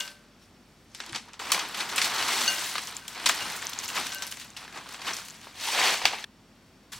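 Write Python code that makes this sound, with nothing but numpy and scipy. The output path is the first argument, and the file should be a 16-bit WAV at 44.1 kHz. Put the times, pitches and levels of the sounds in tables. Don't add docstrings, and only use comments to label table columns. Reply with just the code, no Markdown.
import sys
import numpy as np
from scipy import signal
from scipy.fft import rfft, irfft
from scipy.io import wavfile
from scipy.ndimage import uniform_filter1d

SR = 44100
rng = np.random.default_rng(int(sys.argv[2]) if len(sys.argv) > 2 else 0)


def field_ratio(decibels):
    return 10 ** (np.asarray(decibels, dtype=float) / 20)


def transcribe(u):
    v = np.clip(np.atleast_2d(u).T, -1, 1)
    q = np.round(v * 32767).astype(np.int16)
    wavfile.write(sys.argv[1], SR, q)


N = 308244

SHOT_EDGES = [0, 1.3935, 6.2475, 6.9185, 7]
BANDS_HZ = 2 ** np.arange(4.6, 14.3, .4)
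# (frequency [Hz], level per Hz [dB])
PIECES_COLOUR = [(88, -28), (150, -13), (336, -7.5), (442, -7), (617, -9.5), (736, -2.5), (950, 0),
                 (1460, -1), (4310, -3.5), (9280, -12.5), (15200, -23.5), (16400, -20)]
CENTRES_HZ = [850, 2600, 6400, 12000]
USUAL_DB = [-4, 0, -5, -13]
# (time [s], rustle [dB], brightness [dB per octave])
FIRST_BAG = [(0.0, -42, 2.5), (0.16, -62, .3), (0.3, -72.5, -1.5), (0.86, -77, 5), (1.0, -53, 1.5),
             (1.13, -52, -3.5), (1.23, -55, 0), (1.393, -68, -6)]
# (time [s], rustle [dB], brightness [dB per octave])
FLOW = [(1.39, -47, 0), (1.45, -51.5, 2.5), (1.58, -44, -2), (1.71, -42.5, -0.5), (1.88, -38.5, -2),
        (2.19, -32, -0.8), (2.39, -31, 0.5), (2.67, -37.5, 2), (2.89, -44.5, 0.5), (3.17, -59.5, -2.5),
        (3.36, -37.5, 0.1), (3.75, -45, -1), (4.07, -40.5, -0.5), (4.41, -53.5, 2), (4.54, -56.5, -1),
        (5.05, -48.5, -2), (5.3, -52.5, 1), (5.5, -55, 0.5)]
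# (time [s], rustle [dB], brightness [dB per octave])
DRAG = [(5.53, -53, -1), (5.62, -39, 1.5), (5.7, -32.5, 0.9), (5.79, -26, -2), (5.871, -23.5, -1),
        (5.97, -35, -0.5), (6.08, -38, -3), (6.22, -45.5, -0.8), (6.246, -46.5, 0)]
# (time [s], peak [dB], crackle [dB], pitch [octaves above 1 kHz])
HANDLING = [(0.0064, -14, -22.5, 2.3), (0.078, -21, -36, 1.8), (0.948, -16, -28.5, 2.9),
            (0.9874, -30, -52, 1), (1.0028, -12.5, -25, 1.2), (1.0374, -25, -34, 1.2),
            (1.063, -20, -34, 3.1), (1.093, -26, -32, 2.4), (1.1247, -25, -41, 2.5),
            (1.1303, -17, -43, 1.5), (1.1472, -17, -21.5, 1.14), (1.1593, -15, -22, 2.1),
            (1.279, -35.5, -36, 0.46), (1.333, -28, -35, 2.3), (1.34, -33, -40, 1.3),
            (5.6724, -25.5, -22, 0.74), (5.8147, -7, -27, 0.73), (5.9367, -14, -19, 2.4),
            (6.0154, -18.5, -23, 0.54), (6.0335, -23.5, -24.5, 1.1), (6.0536, -2, -6.5, 1.6),
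            (6.112, -21, -25, 0.65), (6.129, -35, -20, 0.34), (6.2412, -13.5, -29, 1.6),
            (6.925, -31, -32, 2)]
# (time [s], peak [dB],
# crackle [dB], pitch [octaves above 1 kHz])
POURING_SNAPS = [(1.394, -23, -26.5, 1.6), (1.502, -19, -22, 1.1), (1.5187, 2.5, -6, 3.06),
                 (1.545, -13.5, -17.5, 1.2), (1.577, -16, -23, 0.76), (1.5921, -15, -19, 1.6),
                 (1.647, -27, -28, 0.85), (1.7447, -17.5, -22.5, 1.8), (1.8013, -18.5, -17.5, 1.5),
                 (1.8077, -20, -35, 1.4), (1.8884, -28, -24, 2.1), (1.9233, -16, -24, 0.76),
                 (1.96, -12, -15, 3.7), (1.9798, -7, -10.5, 1.96), (2.0163, -3, -15, 1.9),
                 (2.0204, -19, -14.5, 2.6), (2.043, -17, -13, 2.6), (2.136, -20, -25, 2),
                 (2.1787, -20, -19.5, 1.9), (2.2261, -7, -23.5, 1.2), (2.281, -18, -18, 1.7),
                 (2.415, -16, -26, 2.9), (2.479, -12, -28, 2.4), (2.6097, -20, -24, 1.6), (2.6898, -22, -26, 3.6),
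                 (2.754, -11.5, -20, 1.2), (2.779, -16.5, -21, 1.6), (2.871, -23, -29, 3.3),
                 (2.924, -28, -34, 1.1),
                 (2.965, -31, -29.5, 3.3), (3.079, -20, -24.5, 3.6), (3.1533, -27.5, -51, 0.92),
           (3.198, -19, -30, 1.3), (3.2588, -2.5, -7, 2), (3.2674, -1.5, -29, 2.5), (3.2902, 2, -17, 3.1),
           (3.295, 0, -12, 1.5), (3.499, -22, -26, 2.3), (3.5633, -14, -17, 4.8), (3.6232, -32, -30, 2.1),
           (3.6676, -16, -38, 2.4), (3.693, -22, -26, 3.5), (3.7326, -20, -27, 2.8), (3.79, -26, -25, 2.5),
           (3.831, -21, -21, 3), (3.88, -21, -19.5, 4.1), (3.8873, -23, -26, 1.8), (3.901, -22, -36, 1.9),
           (3.961, -21, -16, 0.58), (4.0487, -28, -34, 1.5), (4.0676, -10.5, -23, 2.8),
           (4.1198, -24, -24, 2.2), (4.1459, -14, -27, 3.7), (4.2223, -10, -23, 2.2),
           (4.267, -24, -23, 3.8), (4.312, -18, -21.5, 4.3), (4.3237, -14, -33, 2), (4.37, -29, -34, 1.2),
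           (4.3964, -26, -28, 2.8),
                 (4.4095, -28, -29.5, 2.2), (4.5656, -24, -27, 1.96), (4.6787, -24, -41, 1.2),
               (4.726, -24, -42, 1.3), (4.7735, -23, -29.5, 0.87), (4.8624, -33, -36, 1.1),
               (4.889, -22, -34.5, 2.8), (4.9435, -20, -30, 0.89), (5.007, -28, -41, 1.2),
               (5.017, -22.5, -27.5, 1.6), (5.064, -30, -20.5, 1.2), (5.076, -34, -21, 1.1),
               (5.1362, -21, -24.5, 3.8), (5.1667, -17, -27, 3.7), (5.2478, -32, -27, 4.2),
               (5.284, -17.5, -33, 3.1), (5.4126, -30, -39, 2.1), (5.4698, -23.5, -35.5, 0.23)]
SNAPS = HANDLING + POURING_SNAPS


def at_hz(points, hz):
    points = np.array(points)
    return np.interp(np.log(hz), np.log(points[:, 0]), points[:, 1])


def rms_one(x):
    return x / np.sqrt(np.mean(x ** 2) + 1e-20)


def band(x, low_hz, high_hz):
    return signal.sosfilt(signal.butter(2, [low_hz, high_hz], "band", fs=SR, output="sos"), x)


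def ring(at_s, level_db, hz, t60):
    clicks = np.full(N, 1e-18)
    clicks[(np.asarray(at_s) * SR).astype(int)] = field_ratio(level_db)
    r, w = field_ratio(-60 / (t60 * SR)), 2 * np.pi * hz / SR
    return signal.lfilter([0, np.sin(w)], [1, -2 * r * np.cos(w), r * r], clicks)


def short_rings(s, peak_db, hz, cycles, spread):
    hz = hz[:, None] * 2 ** (spread * rng.standard_normal((len(s), 3)))
    turns = np.minimum(hz, 15000)[..., None] * np.arange(900) / SR
    soft_start = 1 - np.exp(-turns / (0.11 * cycles))
    rings = np.sum(np.sin(2 * np.pi * turns) * np.exp(-turns / cycles) * soft_start, axis=1)
    rings *= field_ratio(peak_db)[:, None] / np.abs(rings).max(axis=1, keepdims=True)
    where = (s * SR).astype(int)[:, None] + np.arange(900)
    return np.bincount(where.ravel(), rings.ravel(), N)


def rustle_and_snaps(rustle_db):
    # (frequency [Hz], side minus mid [dB])
    side_width = [(60, -20), (150, -36), (380, -13.5), (950, -20), (2380, -20), (5980, -6), (15000, -8)]
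    busy = np.clip(field_ratio(.5 * (rustle_db[1] + 34.5)), .4, 6)
    wide = grains(700 * busy, spread_db=2.5, length_ms=2.0)
    crisp = grains(300 * busy, spread_db=1.5, length_ms=0.9)
    clumps = 0.51 + 0.46 * grains(45 * busy, spread_db=1.5, length_ms=32.0)
    where, shapes, snap_db = snap_shapes()
    white, out = rng.standard_normal((2, 2, N)), np.zeros((2, N))
    knots = N // 900 + 2
    place = np.interp(np.arange(N) / 900, np.arange(knots), rng.standard_normal(knots))
    white[:, 1] = 0.88 * white[:, 1] + 0.18 * place * white[:, 0]
    scrape = 0.34 * (np.abs(np.arange(N) / SR - 5.75) < .2)
    edges = BANDS_HZ[7:]
    for k, (low, high) in enumerate(zip(edges, edges[1:])):
        hz = np.sqrt(low * high)
        own_spread_db = -1.0 + 1.6 * np.clip(np.log2(hz / 3000), 0, 1)
        own = grains(900 * busy, own_spread_db, length_ms=np.clip(4000 / hz, .5, 8))
        treble = np.clip(np.log2(hz / 4000), 0, 1)
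        shared = (1 - treble) * wide + treble * crisp
        contacts = (0.4 - 0.18 * treble) * shared + (0.36 + 0.1 * treble) * own
        contacts = contacts + scrape * (0.8 - contacts)
        power = field_ratio(2 * (shade_db(hz, rustle_db) + 9)) * contacts * clumps
        colour_db = shade_db(hz, snap_db) + 8.0 + 0.97 * rng.standard_normal(len(shapes))
        power += np.bincount(where, (field_ratio(2 * colour_db)[:, None] * shapes).ravel(), N)
        power = power * field_ratio(2 * empty_db(hz, np.arange(N)))
        level = np.sqrt(with_room(power, hz, room_db=-1.5))
        gain = field_ratio(at_hz(PIECES_COLOUR, hz)) * np.array([[1.4], [1.32 * field_ratio(at_hz(side_width, hz))]])
        out += gain * band(white[k % 2] * level, low, high)
    return out


def rustle_bands():
    # (time [s], rustle [dB], brightness [dB per octave])
    spoon = [
        (6.248, -85, 2.5),
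        (6.67, -76.5, 4),
        (6.918, -80.5, 3.5),
        (6.919, -44.5, 2.5),
        (6.99, -54, 0.5),
    ]
    # (crest time [s], level [dB], length [s], brightness [dB per octave])
    slides = [(0.43, -67, 0.055, 2), (1.158, -48.5, 0.037, 4), (1.422, -43, 0.074, -2.5),
              (1.554, -35.5, 0.13, -2), (1.793, -36.5, 0.042, -1), (2.772, -46, 0.12, 0.5),
              (3.283, -41, 0.27, -0.8), (3.975, -33, 0.057, -0.5), (4.06, -42, 0.016, 2),
              (4.231, -37, 0.0073, 1.5), (4.602, -49, 0.048, -1.3), (4.767, -44.5, 0.055, -2.5),
              (4.928, -46, 0.037, 1.5), (5.081, -35, 0.055, -1.5), (5.171, -44, 0.06, 1)]
    t = np.arange(N) / SR
    s, levels, slopes = np.transpose(np.concatenate([FIRST_BAG, FLOW, DRAG, spoon]))
    level_db, bright = np.interp(t, s, levels), np.interp(t, s, slopes)
    up = np.log2(np.array(CENTRES_HZ) / CENTRES_HZ[1])[:, None]
    power = field_ratio(2 * (level_db + bright * up))
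    shot = np.searchsorted(SHOT_EDGES, t)
    for s, db, length, slide_bright in slides:
        reach = length * np.where(t > s, 1.22, 1)
        swell = np.exp(-4 * ((t - s) / reach) ** 2) * (shot == np.searchsorted(SHOT_EDGES, s))
        power = power + field_ratio(2 * (db + slide_bright * up)) * swell
    return 10 * np.log10(power) + np.array(USUAL_DB)[:, None]


def grains(per_s, spread_db, length_ms):
    born = np.flatnonzero(rng.random(N) < 6000 / SR)
    draw = rng.random((len(born), 2))
    share = np.clip(per_s[born] / 6000, .01, 1)
    size = field_ratio(-2 * spread_db * np.maximum(np.log(draw[:, 1]), -4))
    clicks = np.zeros(N)
    clicks[born] = (draw[:, 0] < share) / share * size
    power = signal.lfilter([1], [1, -np.exp(-2000 / (length_ms * SR))], clicks + 1e-9)
    return power / power.mean()


def snap_shapes():
    s, peak_db, crackle_db, octaves = np.transpose(SNAPS)
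    crest_db = (peak_db - crackle_db + 4.5)[:, None]
    ms = np.arange(2000) * 1000 / SR
    crack = field_ratio(1.25 * (crest_db - 12) + 1.5) * np.exp(-ms / 0.26)
    span = ms / np.interp(crest_db, [5, 11], [10, 3.2])
    rise = np.interp(crest_db, [5, 11], [2.5, 9])
    crackle = (1 - np.exp(-rise * span)) * np.exp(-span)
    crackle = crackle * field_ratio(4.3 * np.repeat(rng.standard_normal((len(s), 100)), 20, axis=1))
    crackle = 10.0 * crackle / np.sqrt(np.sum(crackle ** 2, axis=1, keepdims=True))
    where = np.minimum((s * SR).astype(int)[:, None] + np.arange(2000), N - 1)
    same_shot = np.searchsorted(SHOT_EDGES, where / SR) == np.searchsorted(SHOT_EDGES, s)[:, None]
    return where.ravel(), (crack ** 2 + crackle ** 2) * same_shot, snap_bands(crackle_db, octaves)


def snap_bands(crackle_db, octaves):
    return [usual - 4.0 + crackle_db - 2 * (np.log2(hz / 1000) - octaves) ** 2
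            for usual, hz in zip(USUAL_DB, CENTRES_HZ)]


def shade_db(hz, by_band):
    weights = [np.interp(np.log(hz), np.log(CENTRES_HZ), row) for row in np.eye(4)]
    return sum(w * (db - usual) for w, db, usual in zip(weights, by_band, USUAL_DB) if w)


def empty_db(hz, at):
    # (frequency [Hz], level [dB])
    sleeve = [(270, -7), (430, -1), (800, -0.5), (1350, -4.5), (2200, 1), (9000, -1), (15000, -1)]
    dragged = (at > DRAG[0][0] * SR) & (at < DRAG[-1][0] * SR)
    far = (at > FIRST_BAG[3][0] * SR) & (at < SHOT_EDGES[1] * SR)
    far_db = -11.5 * max(np.log2(hz / 7000), 0)
    return at_hz(sleeve, hz) * dragged + far_db * far


def with_room(power, hz, room_db):
    # (frequency [Hz], t60 [s])
    room_decay = [(300, 0.083), (3000, 0.18), (14000, 0.19)]
    r = field_ratio(-120 / (at_hz(room_decay, hz) * SR))
    out = power.copy()
    for a, b in zip(SHOT_EDGES, SHOT_EDGES[1:]):
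        shot = slice(round(a * SR), round(b * SR))
        out[shot] += signal.lfilter([field_ratio(2 * room_db) * (1 - r)], [1, -r], power[shot])
    return out


def hollow_pieces(rustle_db):
    born = np.flatnonzero(rng.random(N) < 900 / SR)
    draw = rng.random((len(born), 2))
    out = np.zeros(N)
    for k, hz in enumerate(np.geomspace(750, 8500, 24)):
        mine = (draw[:, 0] * 24).astype(int) == k
        at = born[mine]
        size_db = -3.5 * np.maximum(np.log(draw[mine, 1]), -3) + 9.0 * np.log2(hz / 2500)
        level_db = shade_db(hz, rustle_db[:, at]) + empty_db(hz, at) + at_hz(PIECES_COLOUR, hz) - 5.0 + size_db
        out += ring(at / SR, level_db, hz, t60=66.0 / hz)
    return band(out, 440, 12000)


def cracks():
    # (time [s], peak [dB], pitch [Hz])
    creases = [(1.5189, -18, 5740), (1.961, -11.5, 8700), (1.9796, -19, 4800), (2.9672, -14.5, 7330),
               (3.0799, -19.5, 7800), (3.5633, -21, 8530), (3.669, -11.5, 5950), (3.789, -10.5, 6600),
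               (4.2682, -23, 5750), (4.371, -27, 7200), (5.1341, -17, 5660), (5.3, -26, 6600),
               (6.0536, -14, 4700)]
    s, peak_db, _, octaves = np.transpose(SNAPS)
    at_s, tick_db, hz = np.transpose(creases)
    snaps = short_rings(s, peak_db - 7, 1000 * 2 ** octaves, cycles=1, spread=0.27)
    return snaps + short_rings(at_s, tick_db - 2.5, hz, cycles=3.8, spread=0.06)


def landings():
    # (time [s], peak [dB], pitch [Hz])
    knocks = [(0.9495, -45, 890), (1.0021, -33, 1720), (1.1307, -33, 1630), (1.1608, -32, 1350),
              (1.2791, -40.5, 910), (1.34, -40, 1230), (1.399, -31, 1200), (1.4193, -28, 990),
              (1.5196, -15.5, 1160), (1.5793, -20.5, 1000), (1.5938, -31, 1550), (1.7455, -35, 1350),
              (1.8083, -31, 1750), (1.9327, -27, 1500), (1.981, -15, 1330), (2.0165, -23, 1710),
              (2.1535, -36, 810), (2.2066, -30, 990), (2.2266, -32, 1770), (2.2632, -22.5, 1060),
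              (2.2888, -21, 1040), (2.3706, -32, 1310), (2.4147, -21, 1120), (2.6224, -26.5, 1020),
              (2.7548, -26, 1200), (2.7813, -22.5, 1174), (3.2626, -16.5, 1030), (3.294, -13, 1400),
              (3.5762, -29, 1340), (3.6258, -28, 1730), (3.9019, -31, 1660), (3.9784, -22, 1200),
              (4.3231, -32, 1580), (4.6801, -36, 1690), (4.767, -32, 1180), (4.86, -37, 1020),
              (4.9446, -35, 1120), (5.0783, -24.5, 1140), (5.4705, -37, 980), (5.6735, -25, 940),
              (5.6873, -26, 915), (5.7578, -29, 1750), (5.7899, -18.5, 966), (5.8173, -25, 980),
              (5.8783, -26, 930), (5.9447, -28, 736), (6.0161, -25, 1000), (6.0526, -12.5, 800),
              (6.1333, -24, 860), (6.2416, -30, 1680), (6.9283, -37, 1530)]
    # (time [s], peak [dB], pitch [Hz])
    taps = [(0.0074, -17.5, 3180), (0.0778, -28, 4950), (0.9486, -33, 3620), (1.0032, -21, 3900),
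            (1.1485, -25, 4530), (1.1595, -28, 3350), (1.3413, -37, 3250), (1.5249, -13, 3160),
            (1.5454, -20, 2230), (1.5944, -31, 1530), (1.7455, -32, 1430), (1.807, -18, 3940),
            (1.924, -30, 1770), (1.9817, -17, 4050), (2.0167, -14.5, 2100), (2.0441, -13, 4290),
            (2.1843, -18, 4230), (2.4158, -17, 3440), (2.7612, -20, 4170), (2.781, -24, 2480),
            (2.8789, -27, 3250), (2.968, -30, 4840), (3.0814, -24, 3200), (3.1594, -28, 2190),
            (3.2011, -26, 2380), (3.2659, -9, 5160), (3.2938, -17, 3360), (3.6691, -30, 5490),
            (3.7322, -25, 3470), (3.8458, -35, 4870), (3.889, -24, 2960), (3.902, -26, 2830),
            (3.9768, -19, 2280), (4.0637, -27, 4210), (4.1205, -25, 3450), (4.2233, -31, 3660),
            (4.2315, -27, 3860), (4.3238, -24, 3120), (4.5654, -28, 2850), (5.083, -24, 3700),
            (5.0926, -23, 5060), (5.136, -20, 5490), (5.6744, -25.5, 2180), (5.7491, -18, 3680),
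            (5.7691, -21, 2210), (5.8572, -20, 3200), (5.8728, -20, 3120), (5.9407, -20, 4420),
            (6.0542, -8.5, 4750), (6.2424, -24, 3570), (6.9252, -31, 3410), (6.9353, -30.5, 3180)]
    # (time [s], peak [dB], pitch [Hz])
    ticks = [(0.004, -21.5, 6600), (1.1254, -31, 8900), (1.1599, -27, 4880), (1.2875, -50.5, 10600),
             (1.5322, -22, 6020), (1.547, -24, 4860), (1.5944, -23.5, 6900), (2.0167, -18, 4300),
             (2.0443, -19, 7210), (2.2273, -21, 6540), (2.2821, -19, 6750), (2.4178, -20, 6060),
             (2.7815, -25, 4700), (2.8722, -25, 5700), (3.2733, -15, 4930), (3.2941, -12.5, 7210),
             (3.3487, -25, 13000), (3.5213, -30, 11400), (3.557, -31, 14810), (3.6214, -26, 7500),
             (3.645, -28, 5380), (3.6545, -26, 13600), (3.6941, -28, 6100), (3.6995, -27, 13500),
             (3.7357, -26, 5630), (3.8496, -27, 12800), (3.858, -25, 5600), (3.8799, -21, 7120),
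             (3.9898, -33, 14500), (4.0925, -33, 14800), (4.1205, -27, 5910), (4.1348, -26.5, 7900),
             (4.1478, -23, 11580), (4.1845, -27, 5660), (4.2205, -34, 14500), (4.2244, -31, 5720),
             (4.236, -25, 5560), (4.2676, -27, 11600), (4.3117, -32, 15050), (4.3233, -30, 7050),
             (4.3965, -38, 14600), (4.5039, -33, 6700), (4.5722, -33, 8450), (4.9395, -33, 8680),
             (5.0166, -36, 4900), (5.1675, -22.5, 6200), (5.3068, -30, 7000),
             (1.593, -32, 11300), (1.6905, -32.5, 10800), (1.7724, -31, 12300), (1.8911, -35.5, 11700),
                  (2.177, -35, 12200), (4.4468, -38, 11500), (4.9262, -37, 14400), (5.462, -48, 13800)]
    # (time [s], level [dB], frequency [Hz], t60 [s])
    lone_rings = [
        (0.001, -30, 2837, 0.22),
        (0.415, -58, 5538, 0.2),
        (3.407, -30.5, 2837, 0.16),
    ]
    out = sum(ring([s], db, hz, t60) for s, db, hz, t60 in lone_rings)
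    kinds = [(knocks, -0.5, 3.65, 0.043), (taps, -1.5, 6.4, 0.059), (ticks, 2, 6.1, 0.053)]
    for table, gain_db, cycles, spread in kinds:
        s, peak_db, hz = np.transpose(table)
        out = out + short_rings(s, peak_db + gain_db, hz, cycles, spread)
    return out


def film(rustle_db):
    born = np.flatnonzero(rng.random(round(FLOW[-1][0] * SR)) < 70 / SR)
    draw = rng.random((len(born), 2))
    peak_db = rustle_db[-1, born] + 12.5 - 4.0 * np.maximum(np.log(draw[:, 0]), -3)
    return short_rings(born / SR, peak_db, 7000 * 2 ** draw[:, 1], cycles=6.1, spread=0.053)


def glass():
    # (time [s], level [dB], softness [dB lost per octave above 1.5 kHz])
    clinks = [(0.00083, -34.5, 22), (2.4781, -25, -1.5), (3.02, -46, 11.5), (3.407, -39, 10),
              (4.121, -36.5, 11), (4.1566, -37.5, 7), (4.222, -55, 13)]
    # (frequency [Hz], t60 [s])
    modes = [(587, 0.89), (1545, 0.47), (2837, 0.21), (4436, 0.085), (6225, 0.089)]
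    mode_levels = [-17.5, -2, 5, 6.5, 3.5]
    s, strike_db, soft = np.transpose(clinks)
    out = 0
    for mode_db, (hz, t60) in zip(mode_levels, modes):
        db = strike_db + mode_db - soft * max(np.log2(hz / modes[1][0]), 0)
        twin = ring(s, db - 15, hz * 1.012, t60)
        out = out + ring(s, db, hz, t60) - ring(s, db, hz, 0.00066) + twin
    return band(out, 430, 11800)


def thuds():
    # (time [s], peak [dB], frequency [Hz])
    bumps = [(1.095, -38, 336), (1.123, -39, 129), (1.143, -43, 223), (1.205, -43.5, 227),
             (3.251, -37, 280), (3.471, -41, 179), (4.059, -38.5, 282), (6.041, -43.5, 119),
             (6.959, -46, 117)]
    knocked = sum(ring([s], db + 1, hz, t60=0.16) for s, db, hz in bumps)
    return signal.lfilter([.03], [1, -.97], knocked)


def rumble():
    s, rustle = np.transpose(FLOW)[:2]
    flow_db = np.interp(np.arange(N) / SR, s, rustle, left=-150, right=-150)
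    return field_ratio(-38 + 0.47 * flow_db) * rms_one(band(rng.standard_normal(N), 80, 280))


def room_air():
    # (frequency [Hz], level per Hz [dB])
    air_colour = [(24, -28), (40, -51), (71, -8.5), (239, -5), (405, -13.5), (3190, -23), (4430, -26),
                  (5020, -28), (5560, -28), (15200, -42.5), (16400, -41)]
    white, out = rng.standard_normal((2, 2, N)), np.zeros((2, N))
    for k, (low, high) in enumerate(zip(BANDS_HZ[2:], BANDS_HZ[3:])):
        hz = np.sqrt(low * high)
        side_db = np.interp(np.log2(hz), [6, 10, 13], [-20, -16, -5])
        out += field_ratio(at_hz(air_colour, hz)) * band(white[k % 2], low, high) * [[1], [field_ratio(side_db)]]
    return out * field_ratio(-49.5 - 6.5) / np.std(out[0])


def fridge():
    # (frequency [Hz], width [Hz], level [dB])
    resonances = [(48.4, 2, -67), (96.9, 8, -73), (209.9, 12, -69), (236.9, 10, -68), (4570, 50, -76.5),
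                  (5453, 24, -74.5)]
    out = np.zeros(N)
    for hz, width, level_db in resonances:
        r, hum = np.exp(-np.pi * width / SR), rng.standard_normal(N + SR)
        for _ in range(2):
            hum = signal.lfilter([1, 0, -1], [1, -2 * r * np.cos(2 * np.pi * hz / SR), r * r], hum)
        hum = rms_one(hum[SR:])
        hum /= np.sqrt(uniform_filter1d(hum ** 2, size=900) + 0.043)
        out += field_ratio(level_db) * hum
    return out


def scene():
    rustle_db = rustle_bands()
    strikes = band(cracks() + landings() + film(rustle_db), 340, 17000)
    near = hollow_pieces(rustle_db) + strikes + glass() + thuds() + rumble()
    mid, side = rustle_and_snaps(rustle_db) + near * [[1], [.12]] + room_air() + fridge() * [[1], [0]]
    return np.array([mid + side, mid - side])


def top_cut(x):
    return signal.sosfilt(signal.butter(12, 16680, fs=SR, output="sos"), x)


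def record(dry):
    # (frequency [Hz], left minus right [dB])
    left_louder = [(60, -1), (250, 1.5), (1000, -0.5), (4000, 1), (8000, 0.5), (13000, 1.5)]
    hz = np.maximum(np.fft.rfftfreq(N, 1 / SR), 1)
    lean = field_ratio(at_hz(left_louder, hz) * np.array([[.5], [-.5]])) * (hz < 15850)
    lean = lean * np.exp(1j * np.pi * hz * 8e-6 * np.array([[1], [-1]]))
    rounded = 1.302 * np.tanh(dry / 1.617)
    return top_cut(irfft(rfft(rounded) * lean, N))


dry = scene()
out = record(dry)
transcribe(out)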